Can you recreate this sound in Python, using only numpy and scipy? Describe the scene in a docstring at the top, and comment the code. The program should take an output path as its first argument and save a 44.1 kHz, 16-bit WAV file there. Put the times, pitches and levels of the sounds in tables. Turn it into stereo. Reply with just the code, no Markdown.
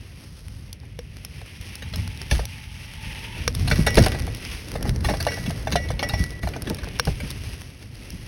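"""Bike tyres swish and crackle through dry leaves over a low rumble of air and ground.
A mountain bike runs fast down a dirt trail, heard from the seat; the tread whirrs on a smooth stretch.
Roots and dips thump through the bike, the chain slaps, the hollow frame clacks and hard jolts set
a brake disc ringing. Twigs and flung stones add bright ticks."""
import sys
import numpy as np
from scipy import signal
from scipy.fft import rfft, irfft, next_fast_len
from scipy.io import wavfile
from scipy.ndimage import uniform_filter1d

SR = 44100
rng = np.random.default_rng(int(sys.argv[2]) if len(sys.argv) > 2 else 0)


def dump_mix(stems):
    """Bounce the given channels to the path in sys.argv[1] as a 16-bit WAV at rate SR."""
    frames = np.atleast_2d(stems).T  # one column per channel
    limited = np.clip(frames, -1, 1)  # hard clip at full scale
    pcm = np.round(limited * 32767).astype(np.int16)
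    wavfile.write(sys.argv[1], SR, pcm)


N = 364707
HIT_SAMPLES = 6144
TIME = np.arange(N) / SR
HIT_TIME = TIME[:HIT_SAMPLES]

# Ground roughness. Each row: time in seconds, rumble in dB, tyres on dirt in dB.
GROUND_LEVELS = [(0.0, -41.5, -55), (1.75, -40, -55.5), (2.0, -27, -54), (2.2, -38.5, -47.5),
                 (2.6, -37.5, -74), (3.4, -33.5, -44), (3.6, -22.5, -41.5), (4.1, -25, -30),
                 (4.6, -39, -46.5), (4.85, -24.5, -34), (5.3, -29.5, -39), (6.0, -30.5, -41),
                 (6.3, -32, -43), (6.75, -30.5, -38.5), (7.0, -33, -45.5), (7.3, -33.5, -44),
                 (7.7, -41.5, -52.5), (8.27, -38.5, -48)]
# Noise spectra. Each row: frequency in Hz, spectral density in dB.
RUMBLE_SPECTRUM = [(22, -29), (43, 2.5), (90, 3), (125, -0.5), (280, -17), (500, -68)]
DIRT_SPECTRUM = [(120, -4), (260, 4.5), (550, -1), (1200, -14.5), (2000, -10), (4000, -65)]
SWISH_SPECTRUM = [(800, -10.5), (1300, -15.5), (1900, 2.5), (2700, 5), (3400, -2), (6000, -33)]
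CRACKLE_SPECTRUM = [(1200, 0.5), (3800, -2), (5400, 4), (8000, -3), (11000, -4), (15500, -12.5)]

def rolling():
    """Air and ground rumble; tyres grind on dirt, brush leaves aside and crush them in clumps."""
    rumble_db, dirt_db = in_time(GROUND_LEVELS)
    swish_gain, crackle_gain = leaf_gains()
    clumps = from_db(1.5 * drift(per_s=28) + 0.8 * drift(per_s=110))
    gust_db = 1.6 * drift(per_s=13)
    rumble = from_db(rumble_db + gust_db) * noise(RUMBLE_SPECTRUM)
    dirt = from_db(dirt_db - hop_dip_db() / 2) * noise(DIRT_SPECTRUM)
    swish = fractures(SWISH_SPECTRUM, per_s=3000, spread_db=4.5)
    crackle = fractures(CRACKLE_SPECTRUM, per_s=2000, spread_db=5) + from_db(-3) * grit(dirt_db)
    return rumble + clumps * (dirt + swish_gain * swish + crackle_gain * crackle)


# Leaf litter. Each row: time in seconds, swish in dB, crackle in dB.
LEAF_LEVELS = [(0.0, -52.5, -53), (0.35, -60, -49.5), (0.58, -59, -50), (0.78, -58.5, -61),
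               (1.3, -51.5, -50.5), (2.1, -43, -46.5), (2.8, -47, -47.5), (3.0, -40.5, -44),
               (3.4, -39, -43), (3.55, -45.5, -40.5), (4.5, -35, -34.5), (4.8, -56.5, -49.5),
               (5.35, -45.5, -37.5), (5.9, -50, -50), (6.6, -52.5, -51.5), (6.85, -44, -48),
               (7.45, -45, -42.5), (7.8, -56.5, -52), (8.27, -47.5, -46)]

def leaf_gains(crunch_db=-17.5, lead_s=0.023):
    """Swish and crackle dip on a hop; the tread crunches into the leaves just ahead of each heave."""
    swish_db, crackle_db = in_time(LEAF_LEVELS) - hop_dip_db()
    crunch, t = np.zeros((1, N)), TIME[:SR]
    envelope = np.minimum(t / lead_s, 1) * fade(t, t60_s=0.4)
    for start_s, heave_db, *_ in BUMPS:
        add(crunch, start_s - lead_s, from_db(heave_db + crunch_db) * envelope)
    return from_db(swish_db), from_db(crackle_db) + crunch


# Hops. Each row: centre in seconds, leaf dip in dB, half length in seconds.
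CREST_HOPS = [(3.527, 10, 0.01), (4.273, 12, 0.17), (4.984, 9.5, 0.081), (6.416, 14, 0.013)]

def hop_dip_db():
    """Tyre noise dips while the bike goes light over a crest."""
    return sum(db * np.exp(-((TIME - centre_s) / half_s) ** 2) for centre_s, db, half_s in CREST_HOPS)


def fractures(spectrum, per_s, spread_db):
    """Tiny leaf fractures of unequal size on a bed of finer ones."""
    breaks = rng.random(N) < per_s / SR
    sizes = from_db(spread_db * np.minimum(rng.exponential(1, N), 3))
    angle = 2 * np.pi * rng.random(N)
    grains = rms_one(breaks * sizes * np.array([np.cos(angle), np.sin(angle)]))
    return rms_one(to_stereo(grains + rng.standard_normal((2, N)), spectrum))


def grit(dirt_db, max_per_s=130):
    """Single leaves and bits of grit burst, most often on the roughest ground."""
    per_s = max_per_s * from_db(dirt_db - dirt_db.max())
    sizes = (rng.random(N) < per_s / SR) * rng.random(N) ** 2
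    bursts = signal.fftconvolve(sizes, fade(HIT_TIME, t60_s=0.007))[:N]
    return rms_one(to_stereo(bursts * rng.standard_normal((2, N)), CRACKLE_SPECTRUM))


# Roots and dips. Each row: start in seconds, heave in dB, thud in dB, thud pitch in Hz, ring in dB.
BUMPS = [(1.968, -29, -31, 155, -48), (2.319, -14, -31.5, 145, -48), (3.714, -17.5, -20, 123, -42),
         (3.787, -23, -14.5, 140, -54), (3.972, -13.5, -15.5, 197.6, -11), (3.998, -46, -8, 105, -24.5),
         (4.884, -22.5, -25.5, 130, -36), (5.055, -16, -42, 138, -41), (5.1, -44, -32, 182, -21.5),
         (5.477, -46, -22.5, 134, -55), (5.729, -25, -24, 160, -43), (6.135, -23.5, -19.5, 81, -52),
         (6.2, -18, -22.5, 148.6, -55), (6.434, -22.5, -30, 157, -37), (6.668, -51, -28.5, 215, -29.5),
         (6.698, -46, -29, 171, -25), (7.071, -20.5, -19, 136, -26.5), (7.232, -36, -27.5, 148, -50),
         (8.131, -32.5, -33, 155, -51)]
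# Hollow modes of the whole bike. Each row: frequency in Hz, level in dB.
BIKE_MODES = [(300, 7), (365.5, 3), (456, 5), (587, 2)]

def thumps(bounce_hz=57.9):
    """A bump gives a deep heave on the tyres, a shorter, higher thud and a hollow ring of the bike."""
    out = np.zeros((2, N))
    for start_s, heave_db, thud_db, thud_hz, ring_db in BUMPS:
        heave_hz = bounce_hz * np.exp(0.17 * rng.standard_normal())
        add(out, start_s, from_db(heave_db) * thud(heave_hz, t60_s=0.25, rise_s=0.004))
        add(out, start_s, from_db(thud_db) * thud(thud_hz, t60_s=0.13, rise_s=0.0037))
        ring = struck(BIKE_MODES, t60_s=0.04, vary_db=4, detune=0.064)
        hollow = rattle(ring, t60_s=0.086, rise_s=0.0047, per_s=1100)
        add(out, start_s, from_db(ring_db) * burst_one(hollow))
    return out


def thud(hz, t60_s, rise_s):
    """A heavily damped, uneven swing of the sprung bike, sinking in pitch."""
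    settled_hz = hz * np.exp(0.052 * rng.standard_normal())
    swing = np.sin(sinking_phase(settled_hz, excess=0.7, settle_s=0.0079))
    band = signal.butter(2, [hz / 2, hz * 1.51], "band", fs=SR, output="sos")
    shake = rms_one(signal.sosfilt(band, rng.standard_normal(HIT_SAMPLES)))
    envelope = (1 - np.exp(-HIT_TIME / rise_s)) * fade(HIT_TIME, t60_s)
    return burst_one((swing + shake / 2) * envelope, window=512)


# Chain slaps. Each row: start in seconds, level in dB, strongest ring in Hz.
CHAIN_SLAPS = [(1.821, -32.5, 2670), (1.935, -31, 3470), (2.311, -17.5, 2520), (3.675, -24, 3770),
               (3.712, -15, 2000), (3.864, -18.5, 2940), (3.969, -19, 2520), (4.036, -21.5, 3800),
               (4.118, -28, 4600), (5.045, -23.5, 1970), (5.201, -23.5, 3970), (5.317, -29, 1700),
               (5.46, -30.5, 3000), (5.722, -22, 3000), (5.885, -34, 3530), (5.992, -24, 3060),
               (6.093, -25, 4000), (6.428, -29, 1990), (6.535, -33.5, 2380), (6.671, -30, 1680),
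               (6.784, -34.5, 1800), (6.832, -33.5, 2100), (7.2, -30, 2200)]
# Frame clacks. Each row: start in seconds, level in dB.
FRAME_CLACKS = [(0.833, -50), (1.414, -41), (2.392, -26.5), (3.868, -17.5), (3.978, -12), (4.064, -18),
                (4.147, -29), (4.276, -31.5), (4.754, -26.5), (4.853, -30.5), (5.087, -20.5), (5.137, -24),
                (5.266, -17.5), (5.371, -31.5), (5.503, -32), (5.671, -22.5), (5.755, -15), (5.903, -25),
                (6.027, -19), (6.138, -25.5), (6.472, -26), (6.561, -31), (6.871, -36.5), (7.071, -27)]

def clatter(rebound_s=0.035, rebound_db=-15.5, shaken_hz=1950, shaken_db=-5.5):
    """Chain and frame stir each other, then loose parts fall back; every bump shakes both."""
    out = np.zeros((2, N))
    for start_s, db, hz in CHAIN_SLAPS:
        add(out, start_s, from_db(db) * (slap(hz) + from_db(-7) * frame_ring()))
        add(out, start_s + rebound_s * (0.5 + rng.random()), from_db(db + rebound_db) * slap(hz))
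    for start_s, db in FRAME_CLACKS:
        frame = clack(hz=505.3 - 4 * db) + from_db(-3) * frame_ring()  # softer clacks sit higher
        add(out, start_s, from_db(db) * (frame + from_db(shaken_db) * slap(shaken_hz)))
        add(out, start_s + rebound_s * (0.5 + rng.random()), from_db(db + rebound_db) * frame_ring())
    for start_s, *_, ring_db in BUMPS:
        add(out, start_s, from_db(ring_db - 5) * (frame_ring() + from_db(shaken_db) * slap(shaken_hz)))
    return out


# Modes of the chain and fittings. Each row: frequency in Hz, level in dB.
STEEL_MODES = [(1190, 2), (1564, 5.5), (1810, 1.5), (2280, 1), (2787, 0), (3534, -0.5), (4135, 0.5),
               (4860, -3), (5620, -11), (6396, 1.5)]

def slap(hz, width_hz=950):
    """Chain links land in a quick run; the metal rings most at the pitch of the spot they hit."""
    ring = burst_one(struck(STEEL_MODES, t60_s=0.02, vary_db=3, detune=0.034))
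    link = ring + from_db(-4) * burst_one(crack(CRACKLE_SPECTRUM, t60_s=0.0021))
    run = rattle(link, t60_s=0.068, rise_s=0.0008, per_s=3500)
    spot = signal.lfilter(*signal.iirpeak(hz, hz / width_hz, fs=SR), run)
    return burst_one(spot + from_db(-3) * run)


def clack(hz, rise_s=0.00097):
    """A hollow tock that drops in pitch, as high bending waves run through the frame first."""
    phase = sinking_phase(hz, excess=0.91, settle_s=0.0018)
    envelope = (1 - np.exp(-(HIT_TIME / rise_s) ** 2)) * fade(HIT_TIME, t60_s=0.038)
    skew = np.arccos(coherence(hz)) / 2
    return burst_one(envelope * np.array([np.sin(phase + skew), 0.75 * np.sin(phase - skew)]))


# Frame modes. Each row: frequency in Hz, level in dB.
FRAME_MODES = [(453, -7), (580, -5), (677, -7), (810, -6)]

def frame_ring():
    """Loose parts drum on the hollow frame."""
    ring = struck(FRAME_MODES, t60_s=0.063, vary_db=5.5, detune=0.036)
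    return burst_one(rattle(ring, t60_s=0.054, rise_s=0.00035, per_s=3200))


# Hard clicks. Each row: start in seconds, frame note in dB, bright click in dB.
BIKE_CLICKS = [(0.99, -32, -34), (3.478, -25, -15), (6.997, -25.5, -13.5)]

def hard_clicks():
    """One stiff contact: a sharp crack, a ping of steel and a short low note from the frame."""
    out = np.zeros((2, N))
    for start_s, note_db, click_db in BIKE_CLICKS:
        steel = burst_one(struck(STEEL_MODES, t60_s=0.016, vary_db=1, detune=0))
        contact = burst_one(crack(CRACKLE_SPECTRUM, t60_s=0.013))
        click = burst_one(steel + 0.95 * contact + 1.4 * ping(hz=5590, t60_s=0.04))
        note = burst_one(ping(hz=480, t60_s=0.054))
        add(out, start_s, from_db(click_db) * click + from_db(note_db) * note)
    return out


# Twigs and stones. Each row: start in seconds, peak in dB.
TWIG_SNAPS = [(0.729, -19.5), (1.2488, -16.5), (1.7545, -20), (1.959, -13.5), (2.454, -12.5), (3.5502, -13),
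              (4.348, -19.5), (4.518, -38), (4.827, -15.5), (5.227, -13), (6.089, -13), (6.621, -14.5),
              (6.699, -13), (6.746, -17.5), (7.0528, -15.5), (7.3042, -16.5), (8.104, -20)]
# Snap spectrum. Each row: frequency in Hz, spectral density in dB.
SNAP_SPECTRUM = [(800, 2.5), (4000, 6), (5400, 12.5), (7500, 5), (11000, 8.5), (15500, -0.5)]

def snaps(spoke_hz=5560):
    """Snapping twigs and flung stones give bright ticks that make a spoke ping."""
    out = np.zeros((2, N))
    for start_s, peak_db in TWIG_SNAPS:
        spoke = ping(spoke_hz * np.exp(0.03 * rng.standard_normal()), t60_s=0.03)
        tick = crack(SNAP_SPECTRUM, t60_s=0.013) + spoke
        add(out, start_s, from_db(peak_db) * tick / np.abs(tick).max())
    return out


# Jolts to the disc. Each row: start in seconds, level in dB, boost of the upper modes in dB.
BRAKE_JOLTS = [(3.7114, -40, 8), (3.8674, -30, 5), (3.9794, -31, 1.5), (5.0858, -38.5, 5),
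               (5.285, -33.5, 1), (5.758, -32, 1.5), (6.028, -33.5, 1.5), (6.1364, -30, -3)]
# Disc modes. Each row: frequency in Hz, level in dB, T60 in seconds.
DISC_MODES = [(1950, 1, .85), (2234, -7, .65), (2800, -10, .3), (5463, -2, .3), (5725, -5.5, .3)]

def brake_disc(split_hz=11.4, twin_db=-6.5):
    """Jolts tap the disc against its pads; each mode beats with a weaker twin and flutters in level."""
    out, t = np.zeros((2, N)), TIME[:SR]
    for k, (hz, mode_db, t60_s) in enumerate(DISC_MODES):
        mode = np.zeros((2, N))
        for start_s, jolt_db, upper_db in BRAKE_JOLTS:
            turn, bend, split = rng.standard_normal(3)
            phase = 2 * np.pi * (hz * (1 + 0.0011 * bend) * t + turn)
            beat_hz = split_hz * (1 + split / 2)
            pair = np.sin(phase) + from_db(twin_db) * np.sin(phase + 2 * np.pi * beat_hz * t)
            add(mode, start_s, from_db(jolt_db + mode_db + upper_db * (k > 0)) * fade(t, t60_s) * pair)
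        out += mode * from_db(2.2 * drift(per_s=45))
    return out


# Tread note. Each row: time in seconds, pitch in Hz, level in dB.
TREAD_NOTE = [(1.75, 860, -54.5), (2.8, 862, -57.5), (3.1, 881, -48), (3.35, 935, -46), (3.55, 930, -64)]

def tread_whirr():
    """On the smooth stretch the tread sings a rough note that climbs as the bike gathers speed."""
    hz, level_db = in_time(TREAD_NOTE)
    phase = 2 * np.pi * np.cumsum(hz) / SR
    note = [drift(per_s=130) * np.sin(p) + drift(per_s=130) * np.cos(p) for p in (phase, phase + 1)]
    on_smooth = (TIME > TREAD_NOTE[0][0]) & (TIME < TREAD_NOTE[-1][0])
    return on_smooth * from_db(level_db) * np.array(note)


def struck(modes, t60_s, vary_db, detune):
    """Stereo ring of a part; each blow lands elsewhere and weights and bends the modes anew."""
    hz, db = np.transpose(modes)[:, :, None]
    level, bend, turn, side = rng.standard_normal((4, len(modes), 1))
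    decay = from_db(db + vary_db * level) * fade(HIT_TIME, t60_s)
    phase = 2 * np.pi * (hz * (1 + detune * bend) * HIT_TIME + turn)
    skew = np.arccos(coherence(hz)) / np.sqrt(np.pi) * np.sign(side)  # left-right phase offset
    return np.array([np.sum(decay * np.sin(phase + way * skew), axis=0) for way in (1, -1)])


def rattle(ring, t60_s, rise_s, per_s):
    """A shower of small contacts swells and dies away; each sets the part ringing."""
    hits = rng.random(HIT_SAMPLES) < per_s / SR
    contacts = hits * rng.choice([-1, 1], HIT_SAMPLES) * rng.uniform(0.23, 1, HIT_SAMPLES)
    envelope = (1 - np.exp(-(HIT_TIME / rise_s) ** 2)) * fade(HIT_TIME, t60_s)
    return signal.fftconvolve(ring, (contacts * envelope)[None], axes=1)[:, :HIT_SAMPLES]


def crack(spectrum, t60_s):
    """A dry burst of noise."""
    return to_stereo(rng.standard_normal((2, HIT_SAMPLES)) * fade(HIT_TIME, t60_s), spectrum)


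def ping(hz, t60_s):
    return np.sin(2 * np.pi * hz * HIT_TIME) * fade(HIT_TIME, t60_s)


def noise(spectrum):
    return rms_one(to_stereo(rng.standard_normal((2, N)), spectrum))


def sinking_phase(hz, excess, settle_s):
    """Phase of a note that starts sharp by the fraction excess and settles to hz."""
    return 2 * np.pi * np.cumsum(hz * (1 + excess * np.exp(-HIT_TIME / settle_s))) / SR


# Likeness of the two microphone ports. Each row: frequency in Hz, coherence from 0 to 1.
PORT_COHERENCE = [(150, 1), (350, 0.97), (650, 0), (2700, 0.62), (7000, 1)]

def coherence(hz):
    return np.clip(at_hz(PORT_COHERENCE, hz), 0, 1)


def to_stereo(pair, spectrum):
    """Colour two unrelated signals and mix them to left and right, alike in bass and treble."""
    size = pair.shape[-1]
    padded = next_fast_len(size + HIT_SAMPLES)
    hz = np.fft.rfftfreq(padded, 1 / SR)
    alike = coherence(hz)
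    mid, side = rfft(pair, padded) * from_db(at_hz(spectrum, hz)) * np.sqrt([1 + alike, 1 - alike])
    return irfft(np.array([mid + side, mid - side]), padded)[:, :size]


def drift(per_s):
    """Smooth random curve of rms 1."""
    return rms_one(np.interp(TIME * per_s, np.arange(4096), rng.standard_normal(4096)))


def from_db(db):
    return 10 ** (np.asarray(db) / 20)


def fade(t, t60_s):
    return np.exp(-np.log(1000) * t / t60_s)


def rms_one(x):
    return x / np.sqrt(np.mean(x ** 2) + 1e-20)


def burst_one(x, window=256):
    """Scale a blow so that its loudest window has rms 1."""
    power = np.mean(np.atleast_2d(x) ** 2, axis=0)
    return x / np.sqrt(uniform_filter1d(power, window, mode="constant").max() + 1e-20)


def in_time(rows):
    times_s, *columns = np.transpose(rows)
    return [np.interp(TIME, times_s, column) for column in columns]


def at_hz(rows, hz):
    row_hz, values = np.transpose(rows)
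    return np.interp(np.log(hz + 1), np.log(row_hz), values)


def add(out, start_s, sound):
    start = int(np.clip(round(start_s * SR), 0, N - 1))
    out[:, start:start + sound.shape[-1]] += sound[..., :N - start]


def scene():
    """Rolling noise, bumps and all that they shake loose."""
    return rolling() + tread_whirr() + thumps() + clatter() + hard_clicks() + brake_disc() + snaps()


def record(dry):
    """Treble reaches the right port slightly late; both channels are clipped and low-passed."""
    lag_s, lag_above_hz, cutoff_hz = 0.000161, 4200, 16000
    padded = next_fast_len(N + HIT_SAMPLES)
    lag_rad = 2 * np.pi * lag_s * np.maximum(np.fft.rfftfreq(padded, 1 / SR) - lag_above_hz, 0)
    right = irfft(rfft(dry[1], padded) * np.exp(-1j * lag_rad), padded)[:N]
    lowpass = signal.ellip(10, 0.2, 80, cutoff_hz, fs=SR, output="sos")
    return signal.sosfilt(lowpass, np.clip([dry[0], right], -1, 1))


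dry = scene()
out = record(dry)
dump_mix(out)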